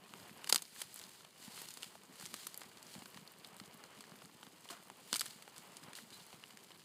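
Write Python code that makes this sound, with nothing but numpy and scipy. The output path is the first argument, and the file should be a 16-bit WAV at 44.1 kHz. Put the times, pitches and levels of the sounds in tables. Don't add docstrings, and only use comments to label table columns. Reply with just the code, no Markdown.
import sys
import numpy as np
from scipy import signal
from scipy.fft import rfft, irfft
from scipy.io import wavfile

SR = 44100
rng = np.random.default_rng(int(sys.argv[2]) if len(sys.argv) > 2 else 0)


def pcm_store(signal):
    levels = np.round(np.clip(np.atleast_2d(signal), -1, 1) * 32767)
    wavfile.write(sys.argv[1], SR, levels.astype(np.int16).T)


N = 301644


def from_db(db):
    return 10 ** (np.asarray(db) / 20)


def rms_one(x):
    return x / np.sqrt(np.mean(x ** 2) + 1e-20)


def energy_one(x):
    return x / np.sqrt(np.sum(x ** 2) + 1e-20)


def level_over_1_ms(x):
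    return energy_one(x) * np.sqrt(SR / 1000)


def curve(rows):
    s, value = np.transpose(rows)
    return np.interp(np.arange(N) / SR, s, value)


def add(out, start_s, sound):
    start = int(np.clip(round(start_s * SR), 0, N - 1))
    out[start:start + len(sound)] += sound[:N - start]


def drift(knots_per_s):
    knots = rng.standard_normal(N // 20)
    position = np.arange(N) / SR * knots_per_s
    return rms_one(np.interp(position, np.arange(len(knots)), knots))


def resonance(x, hz, width_hz):
    hz_safe, width_safe_hz = min(hz, .4 * SR), min(width_hz, .35 * SR)
    b, a = signal.iirpeak(hz_safe, hz / width_safe_hz, fs=SR)
    return signal.lfilter(b, a, x + 1e-18)


def coloured(x, spectrum):
    hz, db = np.transpose(spectrum)
    bin_hz = np.maximum(np.arange(N // 2 + 1) * SR / N, 1)
    gain_db = np.interp(np.log(bin_hz), np.log(hz), db)
    return rms_one(irfft(rfft(x) * from_db(gain_db), N))


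def grains(per_s, spread_db):
    size = from_db(spread_db * np.minimum(rng.exponential(1, N), 4))
    present = rng.random(N) < per_s / SR
    return present * size * rng.choice([-1, 1], N)


# time in seconds, rush level in dB before flicker.
FLAME_STRENGTH = [(0.0, -63.5), (0.42, -61), (0.62, -72.5), (1.0, -68), (1.35, -70), (1.6, -64.5),
                  (1.87, -68), (3.03, -64), (3.27, -66), (4.0, -63), (4.36, -67), (5.26, -66.5),
                  (5.79, -63.5), (6.15, -66), (6.84, -66.5)]
# frequency in Hz, relative density in dB per Hz.
FLUTTER_SPECTRUM = [(25, -35), (50, -48), (80, -11.5), (120, -6), (180, 2), (250, -2.5), (400, -4.5),
                    (800, -27.5)]
# frequency in Hz, relative density in dB per Hz.
RUSH_SPECTRUM = [(200, -25), (400, 2), (600, 1), (1000, 2.5), (1600, -4), (3000, -4.5), (6000, -33),
                 (15000, -39)]


def flames(flutter_mean_db=-67, flutter_follows=0.66, lumpy_db=2.5, flicker_db=2.18):
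    rush_db = curve(FLAME_STRENGTH)
    flutter_db = flutter_mean_db + flutter_follows * (rush_db - rush_db.mean())
    lumpy_noise = rng.standard_normal(N) * from_db(lumpy_db * drift(70))
    flutter = coloured(lumpy_noise, FLUTTER_SPECTRUM)
    grainy_noise = rms_one(grains(1300, spread_db=2.5)) + 1.15 * rng.standard_normal(N)
    rush = coloured(grainy_noise, RUSH_SPECTRUM)
    flickering_db = rush_db + flicker_db * drift(25)
    return from_db(flutter_db) * flutter + from_db(flickering_db) * rush


# start in seconds, peak in dB before gain_db and low cut, pitch in Hz.
GAS_PUFFS = [(0.31, -43.5, 194), (1.073, -47.5, 197), (1.477, -37.5, 202), (2.107, -49, 254),
             (2.233, -42, 171), (2.958, -39, 189), (2.979, -38, 183), (3.021, -42, 283),
             (3.159, -42.5, 191), (3.185, -42.5, 203), (3.222, -49, 174), (3.472, -49, 180),
             (3.526, -49, 179), (3.611, -40.5, 194), (3.745, -44, 220), (3.991, -45.5, 215),
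             (4.118, -43, 194), (4.249, -46.5, 200), (4.348, -46, 180), (4.472, -43.5, 218),
             (4.707, -42, 310), (5.129, -33.5, 272), (5.358, -46, 191.8), (5.589, -50, 207),
             (5.881, -41, 186), (6.032, -45.5, 210), (6.339, -43, 180)]


def puffs(gain_db=-6.0, cycles_to_peak=0.74, uneven=0.27, low_cut_hz=105,
          small_count=30, small_db=-57.5, small_spread_db=2.0, small_hz=183, spread_octaves=0.36):
    out, t = np.zeros(N), np.arange(SR // 20) / SR
    events = [(s, db + gain_db, hz) for s, db, hz in GAS_PUFFS]
    for _ in range(small_count):
        size, pitch = rng.standard_normal(2)
        hz = small_hz * 2 ** (spread_octaves * pitch)
        events.append((rng.random() * N / SR, small_db + small_spread_db * size, hz))
    for s, db, hz in events:
        stretch = np.exp(uneven * rng.uniform(-1.5, 1))
        age = t * hz / (cycles_to_peak * stretch)
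        swell = age ** 2 * np.exp(2 * (1 - age))
        add(out, s, from_db(db) * swell * np.sin(2 * np.pi * hz * t))
    return signal.sosfilt(signal.butter(2, low_cut_hz, "high", fs=SR, output="sos"), out)


# time in seconds, level in dB before wander and the gain in needles().
SMOULDER_LEVEL = [(0, -72.5), (1.15, -63.5), (1.32, -74), (1.5, -68), (2.05, -71), (2.6, -68.5), (4.3, -68),
                  (5.5, -67.5), (6.84, -68)]
# time of the height in seconds, sizzle in dB before the gain in
# needles(), time constant of catching in seconds, time constant of dying down in seconds.
NEEDLE_FLARES = [(0.17, -62.5, 0.079, 0.19), (0.52, -54.5, 0.073, 0.15), (0.803, -49, 0.039, 0.035),
                 (0.98, -57.5, 0.096, 0.1), (1.14, -64.5, 0.062, 0.16), (1.44, -55, 0.042, 0.069),
                 (1.585, -51.5, 0.082, 0.085), (1.72, -58, 0.078, 0.13), (1.84, -57.5, 0.042, 0.097),
                 (2.22, -55.5, 0.047, 0.1), (2.39, -53.5, 0.12, 0.13), (2.92, -58.5, 0.069, 0.15),
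                 (3.17, -61, 0.01, 0.027), (3.462, -63.5, 0.008, 0.03), (3.95, -64, 0.026, 0.055),
                 (4.65, -57, 0.012, 0.0072), (4.702, -51.5, 0.0068, 0.03), (5.17, -51, 0.068, 0.12),
                 (5.264, -56, 0.012, 0.046), (5.574, -61.5, 0.024, 0.043), (5.76, -65.5, 0.11, 0.15),
                 (5.962, -53, 0.005, 0.042), (6.14, -59.5, 0.025, 0.14), (6.33, -62, 0.031, 0.057),
                 (6.51, -67, 0.018, 0.018)]


def flaring(restless_db=-0.36, restless_per_s=22):
    now = np.arange(N) / SR
    power = from_db(curve(SMOULDER_LEVEL) + restless_db * drift(restless_per_s)) ** 2
    for height_s, db, catch_s, die_s in NEEDLE_FLARES:
        decay = np.maximum((height_s - now) / catch_s, (now - height_s) / die_s)
        power = power + (from_db(db) * np.exp(-decay)) ** 2
    return 10 * np.log10(power)


# frequency in Hz, relative density in dB per Hz.
SIZZLE_SPECTRUM = [(300, -16), (700, -8.5), (1500, -1.5), (4000, 2.5), (7000, 1), (10000, -2), (12000, -4),
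                   (15500, -8)]


def needles(gain_db=0.56, quiet_per_s=2600, quiet_db=-64.5, crowding=0.45,
            steam_db=-0.5, spread_db=3.5, sputter_db=1.5):
    flare_db = flaring()
    vigour = from_db(crowding * (flare_db - quiet_db))
    bursts = rms_one(grains(quiet_per_s * vigour, spread_db) / np.sqrt(vigour))
    steam = from_db(steam_db) * rng.standard_normal(N)
    sizzle = coloured(bursts + steam, SIZZLE_SPECTRUM)
    clumps_db = sputter_db * drift(180)
    return from_db(flare_db + gain_db + clumps_db) * sizzle


# start in seconds, length in seconds (pressure down to exp(-2)),
# pitch in Hz, width in Hz, level in dB before the pressure envelope.
GAS_JETS = [(1.005, 0.54, 6360, 130, -77), (3.954, 1.2, 6400, 90, -82), (4.328, 0.41, 6400, 90, -82),
            (4.701, 0.12, 1150, 700, -57.5), (6.126, 0.025, 3870, 450, -56.5),
            (6.196, 0.023, 3570, 800, -57.5)]


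def jets(onset_s=0.00066):
    out, t = np.zeros(N), np.arange(2 * SR) / SR
    for s, length_s, hz, width_hz, db in GAS_JETS:
        pressure = (1 - np.exp(-t / onset_s)) * np.exp(-2 * (t / length_s) ** 2)
        spitting = rng.standard_normal(len(t)) * np.exp(rng.standard_normal(len(t)))
        hiss = rms_one(resonance(spitting, hz, width_hz))
        add(out, s, from_db(db) * pressure * hiss)
    return out


# start in seconds, length in seconds,
# pitch at full pressure in Hz before waver, peak in dB.
PINHOLES = [(0.04, 0.029, 2520, -62.5), (.104, 0.073, 12600, -71), (.182, 0.082, 12700, -68),
            (0.28, 0.034, 13250, -67), (.318, .07, 12620, -69), (4.699, 0.011, 1106, -46.5),
            (4.707, 0.043, 675, -54), (4.724, .023, 1337, -55), (6.122, 0.059, 4050, -58)]


def whistle(waver_hz=40, sag=0.045):
    out, waver = np.zeros(N), waver_hz * drift(310)
    for s, length_s, hz, db in PINHOLES:
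        pressure = np.sin(np.linspace(0, np.pi, int(length_s * SR)))
        pitch_hz = hz * (1 - sag * (1 - pressure)) + waver[:len(pressure)]
        add(out, s, from_db(db) * pressure * np.sin(2 * np.pi * np.cumsum(pitch_hz) / SR))
    return out


def crack(hz, width_hz, tail_db, wood_db, spike_s=0.00044, tail_onset_s=0.00032, splinter_s=0.003,
          scatter_s=0.014, scatter_db=-19.5, air_db=-37.0, skirt=0.043,
          wood_hz=1120, wood_width_hz=900, thud_hz=320, thud_db=-4.0, band_hz=(220, 14000)):
    t = np.arange(SR // 16) / SR
    ragged, tearing, scatter = rng.standard_normal((3, len(t)))
    spike = energy_one((t == 0) + .25 * ragged * np.exp(-t / spike_s))
    tail_envelope = np.exp(-t / splinter_s) * (1 - np.exp(-t / tail_onset_s))
    tail = energy_one(tearing * np.abs(tearing) * tail_envelope)
    burst = energy_one(spike + from_db(tail_db) * tail)
    scattered = energy_one(scatter * np.abs(scatter) * np.exp(-t / scatter_s))
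    burst = burst + from_db(scatter_db) * scattered
    snap = resonance(burst, hz, width_hz)
    snap = energy_one(signal.lfilter(*signal.butter(2, skirt * hz, "high", fs=SR), snap))
    knock = energy_one(resonance(burst, wood_hz, wood_width_hz))
    thud = energy_one(resonance(burst, thud_hz, 450))
    air = energy_one(resonance(burst, 4000, 6600))
    wood = knock + from_db(thud_db) * thud
    sound = snap + from_db(wood_db) * wood + from_db(air_db) * air
    sound = signal.lfilter(*signal.butter(2, band_hz, "band", fs=SR), sound)
    return level_over_1_ms(sound)


def small_cracks(count=480, level_db=-60.0, spread_db=1.2, pitch_hz=2200, range_octaves=3.6,
                 breadth=0.67, tail_db=0.0, wood_db=-12.0, follows=0.43):
    out, rush_db = np.zeros(N), curve(FLAME_STRENGTH)
    heat_db = follows * (rush_db - rush_db.mean())
    for when, size, pitch in rng.random((count, 3)):
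        db = level_db + heat_db[int(when * N)] + spread_db * min(-np.log(size), 3)
        hz = pitch_hz * 2 ** (range_octaves * (pitch - .5))
        add(out, when * N / SR, from_db(db) * crack(hz, breadth * hz, tail_db, wood_db))
    return out


def twig_ticks():
    return small_cracks()


def needle_ticks():
    return small_cracks(count=130, level_db=-59.5, spread_db=2.6, pitch_hz=7500, range_octaves=3.8,
                        breadth=0.57, tail_db=-2.0, wood_db=-21.0)


# start in seconds, pitch in Hz, level over 1 ms in dB.
TWIG_RINGS = [(0.443, 2900, -45), (0.474, 2960, -44), (0.499, 960, -38), (0.5263, 1440, -37),
              (0.5263, 4850, -23), (0.525, 6950, -29), (0.5458, 4800, -31), (0.5598, 4810, -36),
              (0.8167, 3170, -43), (1.8312, 2770, -39), (2.3416, 4220, -42), (2.4676, 4100, -49),
              (3.2766, 4400, -57), (3.4472, 3480, -40.5), (3.446, 2290, -50), (3.5989, 4900, -55),
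              (4.4303, 925, -53), (4.9005, 910, -47.5), (5.1288, 1520, -29.5), (5.1293, 2070, -35),
              (5.1291, 4860, -34), (5.1407, 3640, -37), (5.1411, 8460, -37), (5.147, 4300, -37),
              (5.158, 1360, -38), (5.196, 4500, -32), (5.2094, 10130, -35), (5.2094, 2310, -38),
              (5.2151, 1320, -35.5), (5.2622, 3800, -41), (5.9867, 1920, -48), (6.438, 2820, -45)]


def rings(width_hz=190):
    out, t = np.zeros(N), np.arange(SR // 40) / SR
    for s, hz, db in TWIG_RINGS:
        ring = np.exp(-np.pi * width_hz * t) * np.cos(2 * np.pi * hz * t)
        add(out, s, from_db(db) * level_over_1_ms(ring))
    return out


# start in seconds, level over 1 ms in dB, pitch in Hz, width of the ring in Hz,
# splintering tail against the first spike in dB, woody knock against the snap in dB.
TWIG_BURSTS = [(0.138, -40, 930, 700.0, -19, 7), (0.295, -47, 2040, 950.0, -4, -19),
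               (0.4444, -38.5, 3270, 4000.0, -13, -5), (0.4732, -37, 4330, 7900.0, 9, -3),
               (0.4928, -36, 5240.0, 3900.0, -16, -29), (0.495, -25.5, 7540.0, 14100, 8, -26),
               (0.4986, -26, 6500, 14000, 1, -16), (0.5065, -42, 7000, 12000, -5, -4),
               (0.5261, -14.5, 4940, 5900, -3.5, -9.5), (0.5458, -23, 6890.0, 8300.0, -4, -9.5),
               (0.5598, -20, 4300, 10300, -6, -12), (0.579, -37, 5240.0, 3900.0, -7, -10),
               (0.584, -41, 4400, 2400, -9, -17), (0.5922, -47, 4000, 6000, -3, -10),
               (0.621, -35.5, 6240, 7500.0, 14, -13.5), (0.6532, -47.5, 4370.0, 2000.0, -13, -18),
               (0.7618, -46.5, 1620, 440.0, 1, -5), (0.805, -41, 6290.0, 11000.0, -8, -15),
               (0.8166, -31, 4760, 8700, 10, -11), (0.943, -42, 10800.0, 8100.0, -15, -24),
               (0.9606, -42, 9900.0, 4500.0, -15, -9), (0.9914, -43.5, 9040.0, 4100.0, -18, -26),
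               (0.9965, -45, 3060, 3700.0, -4, -23), (1.015, -44, 4370.0, 7900.0, -2, -26),
               (1.039, -44, 5240.0, 3900.0, -6, -29), (1.0932, -49.5, 9040.0, 16000.0, -3, -26),
               (1.2082, -50.5, 3040.0, 1460, -5, 2), (1.248, -46.5, 1750, 2100.0, 7, -12),
               (1.447, -49.5, 5740.0, 6900.0, -1, -29), (1.4774, -47.5, 650.0, 780.0, 19, -24),
               (1.577, -41.5, 1930.0, 1400.0, -1, 3), (1.6177, -39, 13000.0, 16000.0, -3, -9),
               (1.6869, -40, 5160, 6300.0, 1, -11), (1.7063, -43, 5240.0, 9400.0, -1, -26),
               (1.7395, -43.5, 7540.0, 3400.0, -4, -22), (1.772, -41.5, 4370.0, 7900.0, 16, -5),
               (1.825, -43, 3650.0, 4450, -7, -26), (1.8309, -36.5, 3280, 4200, 0, -11),
               (1.8425, -42, 3650.0, 2700.0, 1, -26), (1.954, -44, 720, 320.0, -3, -18),
               (2.034, -50, 6290.0, 7500.0, 7, -2), (2.157, -51.5, 4790.0, 8600.0, -10, -20),
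               (2.1985, -44, 5740.0, 2600.0, -3, -5), (2.2115, -43.5, 7540.0, 5700.0, -8, -2),
               (2.2256, -43, 9040.0, 11000.0, 0, 0), (2.2558, -40.5, 3650.0, 6600.0, -11, -15),
               (2.2615, -37.5, 5700, 2600.0, -3, -12), (2.3415, -33, 4270, 5200.0, -5, -4.5),
               (2.4684, -32, 7400, 14200, 13, -11.5), (2.544, -40, 8260.0, 15000.0, -6, -10.5),
               (2.5759, -36.5, 13000.0, 5800.0, -5, -40), (2.6084, -47, 5740.0, 6900.0, 3, -18),
               (2.6168, -40.5, 2070, 950.0, 3, 3), (2.6346, -48, 4790.0, 5700.0, -6, -14),
               (2.7718, -48, 3650.0, 2680, 2, -6), (2.828, -45.5, 4760, 8600.0, -3, -26),
               (2.867, -47.5, 5700, 690.0, 2, -21), (2.94, -46, 4790.0, 3600.0, 3, -23),
               (2.9521, -44.5, 650.0, 490.0, -6, -2), (2.9907, -49, 6250, 2800.0, -4, -23),
               (3.0207, -45, 650.0, 1210, 20, -24), (3.0577, -43, 2340, 1700.0, -3, 4),
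               (3.1452, -46, 1900, 1400.0, -4, -11), (3.1734, -42.5, 1220, 920.0, -3, -15),
               (3.2764, -47.5, 4370.0, 3300.0, -3, -25), (3.447, -42, 3540, 600, 2, -14.5),
               (3.4727, -50.5, 11900.0, 8900.0, -3, -6), (3.5668, -49.5, 11900.0, 8900.0, -12, -26),
               (3.5993, -41, 2000, 3200, 7, -5), (3.839, -43.5, 3300, 4000.0, 0, 3),
               (4.0074, -42.5, 3600, 6600.0, 0, -6), (4.04, -48.0, 1760.0, 440.0, -8, -2),
               (4.119, -47.5, 650.0, 1200.0, 2, -14), (4.2193, -45, 1230.0, 1500.0, 20, 8),
               (4.2557, -49, 7460, 5700.0, 13, -5), (4.43, -41.5, 2950, 1400.0, 4, 8),
               (4.4668, -47, 650.0, 1200.0, 3, -28), (4.655, -47.5, 650.0, 1200.0, 11, -2),
               (4.6884, -42.5, 3040.0, 1400.0, 10, -26), (4.702, -44, 3990.0, 4800.0, 6, 8),
               (4.706, -43, 5740.0, 6900.0, 10, -7), (4.715, -47, 2000, 2000.0, 3, -12),
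               (4.7285, -48, 4200, 4000, -3, -8), (4.7352, -47, 2800, 3500, -3, -3),
               (4.9006, -44.5, 2750, 1300.0, -10, 8), (5.1291, -23, 3800, 4200, -3, -5.5),
               (5.1409, -28.5, 3780, 3000, -7, -12), (5.149, -30.5, 4340, 6500, -2, -10),
               (5.158, -28, 4800, 9000, 12, -24), (5.165, -29.5, 6600, 6000, 4, -32),
               (5.195, -29, 6000, 3600, -4, -20), (5.2094, -27, 5850, 9900, -1, -30),
               (5.2147, -31, 3900, 7500, 4, -16), (5.2584, -40, 7500, 3400.0, -9, -6),
               (5.2623, -38, 3990.0, 4800.0, 0, -28), (5.307, -45, 3990.0, 3000.0, 10, -16),
               (5.423, -44.5, 3350, 6040, 14, -15), (5.4782, -44, 779.0, 580.0, -3, -4),
               (5.5628, -46.5, 3650.0, 2700.0, -5, -4), (5.5811, -43, 7500, 5700.0, -9, -32),
               (5.7694, -42.5, 5670, 4300.0, -9, -26), (5.836, -47, 4790.0, 3600.0, 10, -8),
               (5.883, -48.5, 650.0, 490.0, 7, -23), (5.9322, -42, 3020, 5500.0, 5, -3),
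               (5.9531, -41.5, 4760, 5700.0, -1, -16), (5.987, -44.5, 1580, 1200.0, 11, 0),
               (6.1048, -49.5, 3990.0, 3000.0, -4, -20), (6.2665, -50.5, 10800.0, 8100.0, -10, -8),
               (6.3292, -45, 650.0, 290.0, -9, -35), (6.439, -46.5, 2580, 2600, -12, -29),
               (6.5067, -49, 2780.0, 2100.0, 2, -7), (6.573, -45, 3330.0, 6000.0, -8, -39),
               (6.706, -47.5, 779.0, 1400.0, -1, -44), (6.717, -48, 3330.0, 1500.0, 15, -9)]


def loud_cracks():
    out = np.zeros(N)
    for s, db, hz, width_hz, tail_db, wood_db in TWIG_BURSTS:
        add(out, s, from_db(db) * crack(hz, width_hz, tail_db, wood_db))
    return out


def scene():
    background = flames() + puffs() + needles()
    gas = jets() + whistle()
    bursts = twig_ticks() + needle_ticks() + rings() + loud_cracks()
    return (background + gas + bursts)[None]


# centre in Hz, width at half the dB gain in Hz, gain in dB.
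MICROPHONE_COLOUR = [(2574, 97, -4), (2960, 350, 2), (4300, 400, 3.5), (4920, 570, 5.5), (5440, 1650, -5.5),
                     (8380, 2000, 2.5), (10350, 370, 2)]


def record(dry, cutoff_hz=15500):
    for hz, width_hz, db in MICROPHONE_COLOUR:
        pole_width_hz = width_hz * from_db(-db / 2)
        b, a = signal.iirpeak(hz, hz / pole_width_hz, fs=SR)
        dry = signal.lfilter(a + (from_db(db) - 1) * b, a, dry)
    return signal.sosfilt(signal.ellip(10, .3, 70, cutoff_hz, fs=SR, output="sos"), dry)


dry = scene()
out = record(dry)
pcm_store(out)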